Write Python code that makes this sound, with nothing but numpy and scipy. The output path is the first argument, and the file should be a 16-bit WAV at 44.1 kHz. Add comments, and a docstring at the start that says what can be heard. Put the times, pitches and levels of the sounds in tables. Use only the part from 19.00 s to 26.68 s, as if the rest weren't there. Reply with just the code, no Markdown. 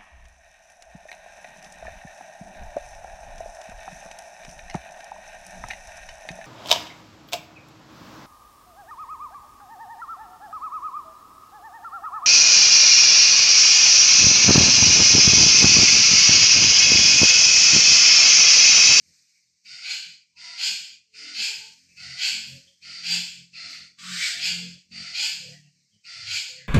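"""A caged songbird scolds near the microphone, in a hard shed that rings under its sheet-metal roof.
From the start a far engine hums in patches through the recorder's noise suppressor, with faint low tones
and chirps. Five calls come first, each a soft churr bursting into a harsh rasp as the membranes of the
syrinx slap. Near 5 s a call breaks into a rising screech. Two more calls follow, the engine slows after
6 s, and a thin squeal falls away at the end. All along, the suppressor turns the gaps down."""
import sys
import numpy as np
from scipy import signal
from scipy.fft import rfft, irfft, next_fast_len
from scipy.io import wavfile
from scipy.ndimage import uniform_filter1d, map_coordinates

SR = 44100
rng = np.random.default_rng(int(sys.argv[2]) if len(sys.argv) > 2 else 0)


def to_wav(sig):
    """Store sig (one row per channel, or 1-D mono) as 16-bit WAV at the path in sys.argv[1].

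    Samples outside -1..1 are clipped; the rate is SR.
    """
    pcm = np.clip(np.atleast_2d(sig), -1, 1) * 32767
    pcm = np.round(pcm).astype(np.int16)
    wavfile.write(sys.argv[1], SR, pcm.T)  # frames by channels


N = 338688
T = np.arange(N) / SR

# Background hiss as the noise suppression leaves it. Each row: time in seconds, level in dB.
HISS_LEVEL = [(0, -56.5), (.6, -57), (1.2, -63), (2.1, -61), (2.8, -55.5), (4.9, -60.5), (6.5, -56.5),
              (7.68, -63.5)]
# Spectrum of that hiss. Each row: frequency in Hz, relative level in dB.
HISS_COLOUR = [(100, -32), (400, -33.5), (700, -17), (1400, -13), (2300, -4), (3300, -14.5), (4500, 0.5),
               (6000, 0), (8500, -9), (9700, -22), (12500, -17), (15000, -25.5)]
# Speed of the far engine. Each row: time in seconds, firings per second.
FIRING_RATE = [(0, 42.6), (3, 43.6), (5.6, 44.3), (6.1, 44.6), (6.35, 33.7), (6.57, 38), (6.8, 35.1),
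               (7.3, 33.4), (7.68, 34)]
# Its exhaust noise. Each row: frequency in Hz, relative level in dB.
RUMBLE_COLOUR = [(20, -22.5), (45, -8), (78, -4.5), (110, -7.5), (150, -1), (220, -31), (500, -69.5)]
# Its mechanical noise. Each row: frequency in Hz, relative level in dB.
CLATTER_COLOUR = [(120, -43), (230, -4), (300, -3), (380, -4), (480, 0), (680, -4), (1000, -27.5),
                  (2000, -59)]
# The faint bed of engine hum. Each row: time in seconds, gain in dB.
ENGINE_LEVEL = [(0, -62), (.3, -79), (1, -78.5), (2.1, -77.5), (2.8, -69), (4.5, -68), (6.4, -68.5),
                (7.68, -80.5)]
# Patches of hum that the suppressor lets through.
# Each row: middle and length in seconds, pitch and half width in Hz, level in dB.
HUM_PATCHES = [(1.085, 0.048, 160, 50, -66), (1.715, 0.066, 207, 55, -60), (2.31, 0.19, 304, 50, -60.5),
               (2.41, 0.055, 210, 40, -57), (3.066, 0.19, 105, 70, -57), (3.36, .09, 242, 45, -56),
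               (3.538, .14, 107, 70.6, -52), (4.16, 0.15, 175, 27.1, -42.5), (4.42, 0.25, 155, 35, -58.5),
               (4.707, 0.071, 306, 69.6, -65), (5.119, 0.13, 173, 27, -43.5), (5.61, 0.24, 175, 27, -42),
               (5.582, .25, 100, 44.7, -60.5), (5.672, 0.097, 284, 70, -60), (5.979, 0.16, 202, 92, -54),
               (6.56, 0.32, 151.4, 35.2, -50), (7.291, 0.17, 101.3, 35, -51.5),
               (7.623, 0.16, 132, 34.7, -59)]
# Far hoots and the near bird's undertones. Each row: start and length in seconds, pitch in Hz, level in dB.
LOW_TONES = [(1.307, 0.49, 977, -62.5), (2.04, 0.72, 431, -67), (2.37, 0.44, 884, -64),
             (3.47, 0.3, 552, -68.5), (5.24, 0.42, 685, -61), (5.419, 0.35, 469, -62),
             (6.387, 0.18, 514, -58), (6.42, 0.31, 706, -68.5), (7.479, 0.21, 503, -59.5)]
# Ring of the shed. Each row: frequency in Hz, seconds to fall by 60 dB.
SHED_T60 = [(200, 1), (1000, 0.66), (2500, 0.64), (5000, 0.65), (8000, 0.61), (13000, 0.56)]
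# Standing waves under the roof. Each row: frequency in Hz, gain in dB.
STANDING_WAVES = [(1770, 2), (2070, 1.5), (2350, 2.5), (2520, 1), (2663, 0), (3110, 2.5), (3300, 2),
                  (3420, 2), (4140, 1.5), (4000, -3.5), (4660, 4), (4680, 3.5), (4970, 7), (5215, 5),
                  (6926, 6.5), (7139, 2), (7700, 6)]
# Other birds down the shed. Each row: start and length in seconds, pitch in Hz, level in dB.
CHIRPS = [(.3, 0.1, 2300, -60.5), (1.17, 0.11, 2380, -62.5), (2.85, 0.1, 2450, -55.5),
          (3.66, 0.04, 3200, -51.5), (6.52, 0.051, 1965, -53.5), (6.61, 0.069, 2820, -57.5),
          (6.74, 0.068, 4110, -63), (6.91, 0.041, 3140, -57.5)]
# Brushes on the cage bars. Each row: start in seconds, level in dB, seconds to fall by 60 dB.
SCUFFS = [(2.35, -53.5, 0.091), (3.472, -47.5, .14), (3.55, -61.5, .08), (4.698, -51.5, 0.19)]
# Spectrum of a brush. Each row: frequency in Hz, relative level in dB.
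SCUFF_COLOUR = [(900, -37), (2500, -11.5), (8000, 6), (9700, -10), (12500, -2.5), (15000, -13.5)]
# The screech. Each row: time in seconds, hiss level in dB, whistle pitch in Hz, whistle level in dB.
SCREECH = [(4.972, -73, 1139, -88), (4.987, -43.5, 1170, -56.5), (5.08, -35.5, 1395, -45.5),
           (5.16, -30.5, 1912, -41.5), (5.23, -26.5, 2261, -26.5), (5.275, -25, 2091, -43),
           (5.305, -41, 1906, -50), (5.35, -89, 1900, -87.5)]
# Spectrum of its hiss. Each row: frequency in Hz, relative level in dB.
SCREECH_COLOUR = [(300, -90.5), (700, -24.5), (1050, -37.5), (1400, -6.5), (2200, -2), (3300, -3.5),
                  (4500, 0), (5800, -7), (7800, -7), (8700, -13.5), (9500, -32), (12500, -24.5),
                  (15500, -39)]
# The closing squeal. Each row: time in seconds, pitch in Hz, level in dB.
SQUEAL = [(7.55, 2177, -70), (7.6, 1992, -46.5), (7.65, 1644, -64.5), (7.68, 1550, -70)]
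# The two partials that open a churr. Each row: frequency in Hz, relative level in dB.
CHIP_PARTIALS = [(2550, -7.5), (4500, -9.5)]
# Throat and beak resonances, beak nearly closed. Each row: centre and width in Hz, gain in dB.
CHURR_THROAT = [(706, 87, -17), (1410, 141, -7), (2082, 336, -4), (2680, 830, -7), (3626, 140, -5),
                (4507, 620, -1), (4740, 210, -1), (5360, 880, -7), (6630, 1500, -16), (8360, 630, -22),
                (10600, 1300, -35.5)]
# The same with the beak open. Each row: centre and width in Hz, gain in dB.
RASP_THROAT = [(806, 135, -22), (1583, 253, -9.5), (2553, 537, 2.5), (3193, 590, -0.5), (4366, 610, 3),
               (4810, 510, -1), (5060, 220, -3), (5760, 880, -7), (6894, 1080, -4.5), (8300, 440, -17),
               (10200, 1400, -30.5), (11540, 1000, -22)]
# The near bird's calls. Each row: start and delay to the rasp in seconds, churr level in dB, then the
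# rasp's swell in dB, fade in seconds, level in dB, resonance scale and tilt in dB per octave.
SCOLDS = [(0.642, 0.18, -40.5, 10, 0.042, -27.5, .97, -0.8), (1.356, 0.21, -40, 7, 0.0484, -23.5, 1, 1.4),
          (2.128, .2, -39, 12, 0.079, -25.5, .99, 1), (2.959, 0.21, -38.5, 8, 0.055, -22.5, 1.002, 0.4),
          (3.811, .21, -39.5, 11, 0.072, -23, 1.01, 0.5), (5.906, 0.22, -37.5, 10, 0.0752, -24, 1, 1),
          (7.035, 0.21, -38.5, 11.5, 0.053, -25.5, 0.98, 0.7)]

THROB_DB, DRONE_DB, BUZZ_DB = -3, -2.5, -4  # the engine's low, middle and upper orders
CHATTER_HZ, CHATTER_OCTAVES, CHATTER_DB, CHATTER_S = 2850, 0.97, -65.5, 0.023
CHURR_OVERLAP_S, RASP_SWELL_S = 0.054, .094
CHURR_SCALE, CHURR_DRIFT_PER_S = 1.0136, -0.0039  # its resonances sink slightly from call to call
UNDERTONE_HZ, UNDERTONE_RISE_HZ_PER_S, UNDERTONE_DB = 719, 1800, -35  # a weak glide under each rasp


def amp(db):
    """Decibels to gain."""
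    return 10 ** (np.asarray(db) / 20)


def unit(x):
    """Scale to rms 1."""
    return x / np.sqrt(np.mean(x ** 2) + 1e-20)


def along(points, hz):
    """Read (Hz, value) points on a log frequency axis."""
    knots_hz, values = np.transpose(points)
    return np.interp(np.log(hz + 1), np.log(knots_hz + 1), values)


def curves(rows):
    """One value per sample for each column after the time."""
    times, *columns = np.transpose(rows)
    return [np.interp(T, times, column) for column in columns]


def wobble(rate, size=N):
    """A smooth random curve, rate knots a second."""
    knots = rng.standard_normal(int(size * rate / SR) + 4)
    return map_coordinates(knots, [np.arange(size) * rate / SR])


def filtered(x, response):
    """Filter x by a gain given as a function of Hz."""
    size = next_fast_len(len(x) + 8192)
    return irfft(rfft(x, size) * response(np.fft.rfftfreq(size, 1 / SR)), size)[:len(x)]


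def noise(colour, size=N):
    """Noise of rms 1 with a spectrum of (Hz, dB) points."""
    return unit(filtered(rng.standard_normal(size), lambda hz: amp(along(colour, hz))))


def add(track, start, sound):
    """Mix a sound into the track at start seconds."""
    part = track[round(start * SR):][:len(sound)]
    part += sound[:len(part)]


def resonances(modes, hz):
    """Gain of steep-sided resonances."""
    return np.sqrt(sum(amp(db) ** 2 / (1 + ((hz - f) / width) ** 2) ** 4 for f, width, db in modes))


def stretched(x, scale):
    """Move all frequencies by a scale that changes with time."""
    return map_coordinates(x, [np.cumsum(scale)], order=5, mode="mirror")


def hoarse_tone(hz, rough):
    """A whistle on the pitch curve hz that trembles fast and at random."""
    pitch = hz * (1 + rough * wobble(np.mean(hz) / 4, len(hz)))
    return np.sqrt(2) * np.sin(2 * np.pi * np.cumsum(pitch) / SR)


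def note(hz, length, rough):
    """A hoarse tone that swells and fades."""
    swell = np.sin(np.linspace(0, np.pi, int(length * SR)))
    return swell * hoarse_tone(np.full(len(swell), hz), rough)


def notes(rows, rough):
    """A track of notes. Each row: start and length in seconds, pitch in Hz, level in dB."""
    out = np.zeros(N)
    for start, length, hz, db in rows:
        add(out, start, amp(db) * note(hz, length, rough))
    return out


def background_hiss():
    """Faint background hiss, rising and falling with the recorder's noise suppression."""
    hiss_db, = curves(HISS_LEVEL)
    return noise(HISS_COLOUR) * amp(hiss_db + wobble(7.2))


def engine(drone_hz=178, drone_width_hz=22, rumble_db=-7, clatter_db=-7):
    """Orders of the firing rate over exhaust noise; the one nearest the shed's low resonance drones."""
    firing_hz, = curves(FIRING_RATE)
    phase = 2 * np.pi * np.cumsum(firing_hz * (1 + .008 * wobble(11))) / SR
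    throb, drone, buzz = np.zeros((3, N))
    for order in range(2, 9):
        tone = np.sin(order * phase + .5 * wobble(13) + rng.uniform(0, 2 * np.pi))
        hz = order * firing_hz
        drone += tone * np.exp(-((hz - drone_hz) / drone_width_hz) ** 2)
        throb += tone * amp(4.6 * wobble(15)) * np.interp(hz, [72.4, 89.5, 151.2, 162.5], [.18, .86, .87, 0])
        buzz += tone * amp(5.4 * wobble(8.8)) * np.interp(hz, [187, 198, 308, 348], [0, 1, .31, .11])
    low = unit(throb) + amp(rumble_db) * noise(RUMBLE_COLOUR)
    upper = unit(buzz) + amp(clatter_db) * noise(CLATTER_COLOUR)
    return amp(THROB_DB) * low + amp(DRONE_DB) * unit(drone) + amp(BUZZ_DB) * upper


def far_engine(waver_db=4, patch_flatness=2.1):
    """Far engine hum: a faint wavering bed, and brief patches heard through the noise suppressor."""
    sound = engine()
    level_db, = curves(ENGINE_LEVEL)
    out = amp(level_db + waver_db * wobble(27)) * sound
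    for middle, length, centre_hz, width_hz, db in HUM_PATCHES:
        span = np.abs(T - middle) < 2 * length
        band = filtered(sound[span], lambda hz: resonances([(centre_hz, width_hz, 0)], hz))
        bell = np.exp(-np.abs(2 * (T[span] - middle) / length) ** patch_flatness)
        out[span] += amp(db) * bell * band / np.sqrt(np.average(band ** 2, weights=bell))
    return out


def low_tones(waver_db=4):
    """Faint wavering low tones: far hoots and the near bird's undertones."""
    return notes(LOW_TONES, rough=0.04) * amp(waver_db * wobble(22))


def shed_response(direct_db):
    """From cage to microphone: the direct sound and a dense tail whose treble dies first."""
    hz, t, spectra = signal.stft(rng.standard_normal(SR * 3 // 4), SR, nperseg=256)
    decay = amp(-60 * t / along(SHED_T60, hz)[:, None])
    tail = signal.istft(spectra * decay, SR, nperseg=256)[1]
    tail *= np.clip(T[:len(tail)] / .003, 0, 1)
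    tail /= np.linalg.norm(tail)
    tail[0] += amp(direct_db)
    return tail / np.linalg.norm(tail)


def shed(x, mode_width_hz=13, block=SR // 3, overlap=SR // 50):
    """The shed's diffuse echo, drawn afresh for each block; the standing waves stay."""
    wet = np.zeros(N)
    ramp = np.sin(np.linspace(0, np.pi / 2, overlap)) ** 2
    window = np.concatenate([ramp, np.ones(block - overlap), ramp[::-1]])
    for start in range(0, N, block):
        part = x[start:start + len(window)]
        add(wet, start / SR, signal.fftconvolve(part * window[:len(part)], shed_response(direct_db=-6.5)))
    return filtered(wet, lambda hz: 1 + sum(
        (amp(db) - 1) / (1 + 1j * (hz - f) / mode_width_hz) for f, db in STANDING_WAVES))


def neighbours(count=26):
    """Birds farther down the shed: a few clear chirps over faint, evenly scattered chatter."""
    when, pitch, loud = rng.random((count, 3)).T
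    starts = (np.arange(count) + when) * N / SR / count
    hz = CHATTER_HZ * 2 ** (CHATTER_OCTAVES * (pitch - .5))
    chatter = zip(starts, np.full(count, CHATTER_S), hz, CHATTER_DB + 8 * (loud - .5))
    return notes(CHIRPS, rough=0.062) + notes(chatter, rough=0.067)


def scuffs():
    """The near bird's feet and wings brush the bars in short bright bursts."""
    out, t = np.zeros(N), T[:SR // 4]
    for start, db, t60 in SCUFFS:
        add(out, start, noise(SCUFF_COLOUR, len(t)) * amp(db - 60 * t / t60))
    return out


def syrinx(slap_hz, jitter, air_share, size):
    """Membranes slap at an uneven rate; each slap lets a puff of turbulent air through."""
    cycles = np.cumsum(slap_hz * np.exp(jitter * wobble(slap_hz, size))) / SR
    slaps = np.diff(np.floor(cycles), prepend=0) * amp(1.7 * wobble(slap_hz, size))
    puffs = np.exp(-3 * (cycles % 1)) * rng.standard_normal(size)
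    return np.sqrt(1 - air_share) * unit(slaps) + np.sqrt(air_share) * unit(puffs)


def squeal():
    """A thin, hoarse whistle that falls in pitch."""
    hz, db = curves(SQUEAL)
    return (T > SQUEAL[0][0]) * amp(db) * hoarse_tone(hz, rough=0.067)


def screech():
    """A wide hiss from the syrinx with a hoarse whistle climbing through it."""
    hiss_db, whistle_hz, whistle_db = curves(SCREECH)
    source = syrinx(slap_hz=420, jitter=.35, air_share=.55, size=N)
    hiss = unit(filtered(source, lambda hz: amp(along(SCREECH_COLOUR, hz))))
    sounding = (T > SCREECH[0][0]) & (T < SCREECH[-1][0])
    return sounding * (amp(hiss_db) * hiss + amp(whistle_db) * hoarse_tone(whistle_hz, rough=0.0688))


def churr(length, scale, chip_db=0, attack_s=0.05, release_s=0.025, sag_db_per_s=-8):
    """A brief chip, then a soft grating rattle through a nearly closed beak."""
    t = T[:SR // 2]
    source = syrinx(slap_hz=230, jitter=.3, air_share=.35, size=len(t))
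    voice = unit(filtered(source, lambda hz: resonances(CHURR_THROAT, hz / scale)))
    envelope = np.clip(t / attack_s, 0, 1) ** 1.2 * np.clip((length - t) / release_s + 1, 0, 1)
    out = amp(sag_db_per_s * t) * envelope * voice
    for hz, db in CHIP_PARTIALS:
        add(out, 0, amp(chip_db + db) * note(hz, length=0.04, rough=0.078))
    return out


def rasp(fade_s, scale, tilt_db=-0.14, swell_db=11, fade_db=16, opening=.09, overshoot=0.0309):
    """The beak opens and the bird pushes hard: level, brightness and resonances rise together."""
    t = T[:SR // 3]
    source = syrinx(slap_hz=440, jitter=.27, air_share=.23, size=len(t))
    tilt = lambda hz: amp(tilt_db * np.log2((hz + 100) / 3500))
    voice = unit(filtered(source, lambda hz: resonances(RASP_THROAT, hz) * tilt(hz)))
    slack = 1 - np.clip(t / RASP_SWELL_S, 0, 1)
    spent = np.maximum(t - RASP_SWELL_S, 0) / fade_s
    climb = scale * (1 + overshoot * np.minimum(spent, 1))  # the resonances climb on as it fades
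    treble = filtered(voice, lambda hz: np.clip((hz - 5400) / 800, 0, 1))
    # the upper resonances follow the beak; the lower ones belong to the windpipe and move less
    beak = stretched(treble, climb * (1 + opening * (.27 - slack))) * amp(-7 * slack)
    windpipe = stretched(voice - treble, climb * (1 + opening / 2 * (.2 - slack)))
    undertone = amp(UNDERTONE_DB) * hoarse_tone(UNDERTONE_HZ + UNDERTONE_RISE_HZ_PER_S * t, rough=0.031)
    level_db = -swell_db * slack ** 1.86 - fade_db * spent ** 2.42
    flutter_db = 1.07 * wobble(127.3, len(t))
    return amp(level_db + flutter_db) * np.clip(t / 0.022, 0, 1) * (windpipe + beak + undertone)


def scolding():
    """The bird near the microphone: in each full call the churr runs on into the rasp."""
    out = np.zeros(N)
    for start, delay, churr_db, swell_db, fade_s, rasp_db, scale, tilt_db in SCOLDS:
        churr_scale = CHURR_SCALE + CHURR_DRIFT_PER_S * start
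        add(out, start, amp(churr_db) * churr(delay + CHURR_OVERLAP_S, churr_scale))
        add(out, start + delay, amp(rasp_db) * rasp(fade_s, scale, tilt_db, swell_db))
    add(out, 4.529, amp(-38) * churr(length=0.23, scale=0.97, chip_db=3.5))  # breaks off before the screech
    add(out, 5.374, amp(-24) * rasp(fade_s=0.042, scale=1.01))  # follows the screech
    return out


def scene():
    """One microphone in the shed: the birds ring under the roof, over a faint background."""
    indoors = scolding() + screech() + squeal() + neighbours() + scuffs()
    return (shed(indoors) + low_tones() + far_engine() + background_hiss())[None]


def suppressor(x, threshold_db=-86, tilt_db=-3, depth_db=-12, gate_db=-73, split_hz=600):
    """The recorder turns down each weak treble band, and everything once a call has died away."""
    hz, _, spectra = signal.stft(x, SR, nperseg=512)
    power = uniform_filter1d(np.abs(spectra) ** 2, size=3, axis=0)
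    power = np.abs(uniform_filter1d(power, size=5, axis=1))
    threshold = amp(threshold_db + tilt_db * np.log2((hz[:, None] + 100) / 3000))
    band_gain = np.maximum(power / (power + threshold ** 2), amp(depth_db))
    call_db = 10 * np.log10(power[(hz > 1500) & (hz < 8000)].mean(axis=0) + 1e-20)
    shut = np.clip(.5 + (gate_db - call_db) / 10, 0, 1)
    treble_gain, bass_gain = band_gain * amp(-11 * shut), amp(-12 * shut)
    gain = np.where(hz[:, None] > split_hz, treble_gain, bass_gain)
    return signal.istft(spectra * gain, SR, nperseg=512)[1][:N]


def record(dry):
    """The recorder suppresses noise and passes nothing above 15.5 kHz."""
    return filtered(suppressor(dry[0]), lambda hz: hz < 15500)[None]


dry = scene()
out = record(dry)
to_wav(out)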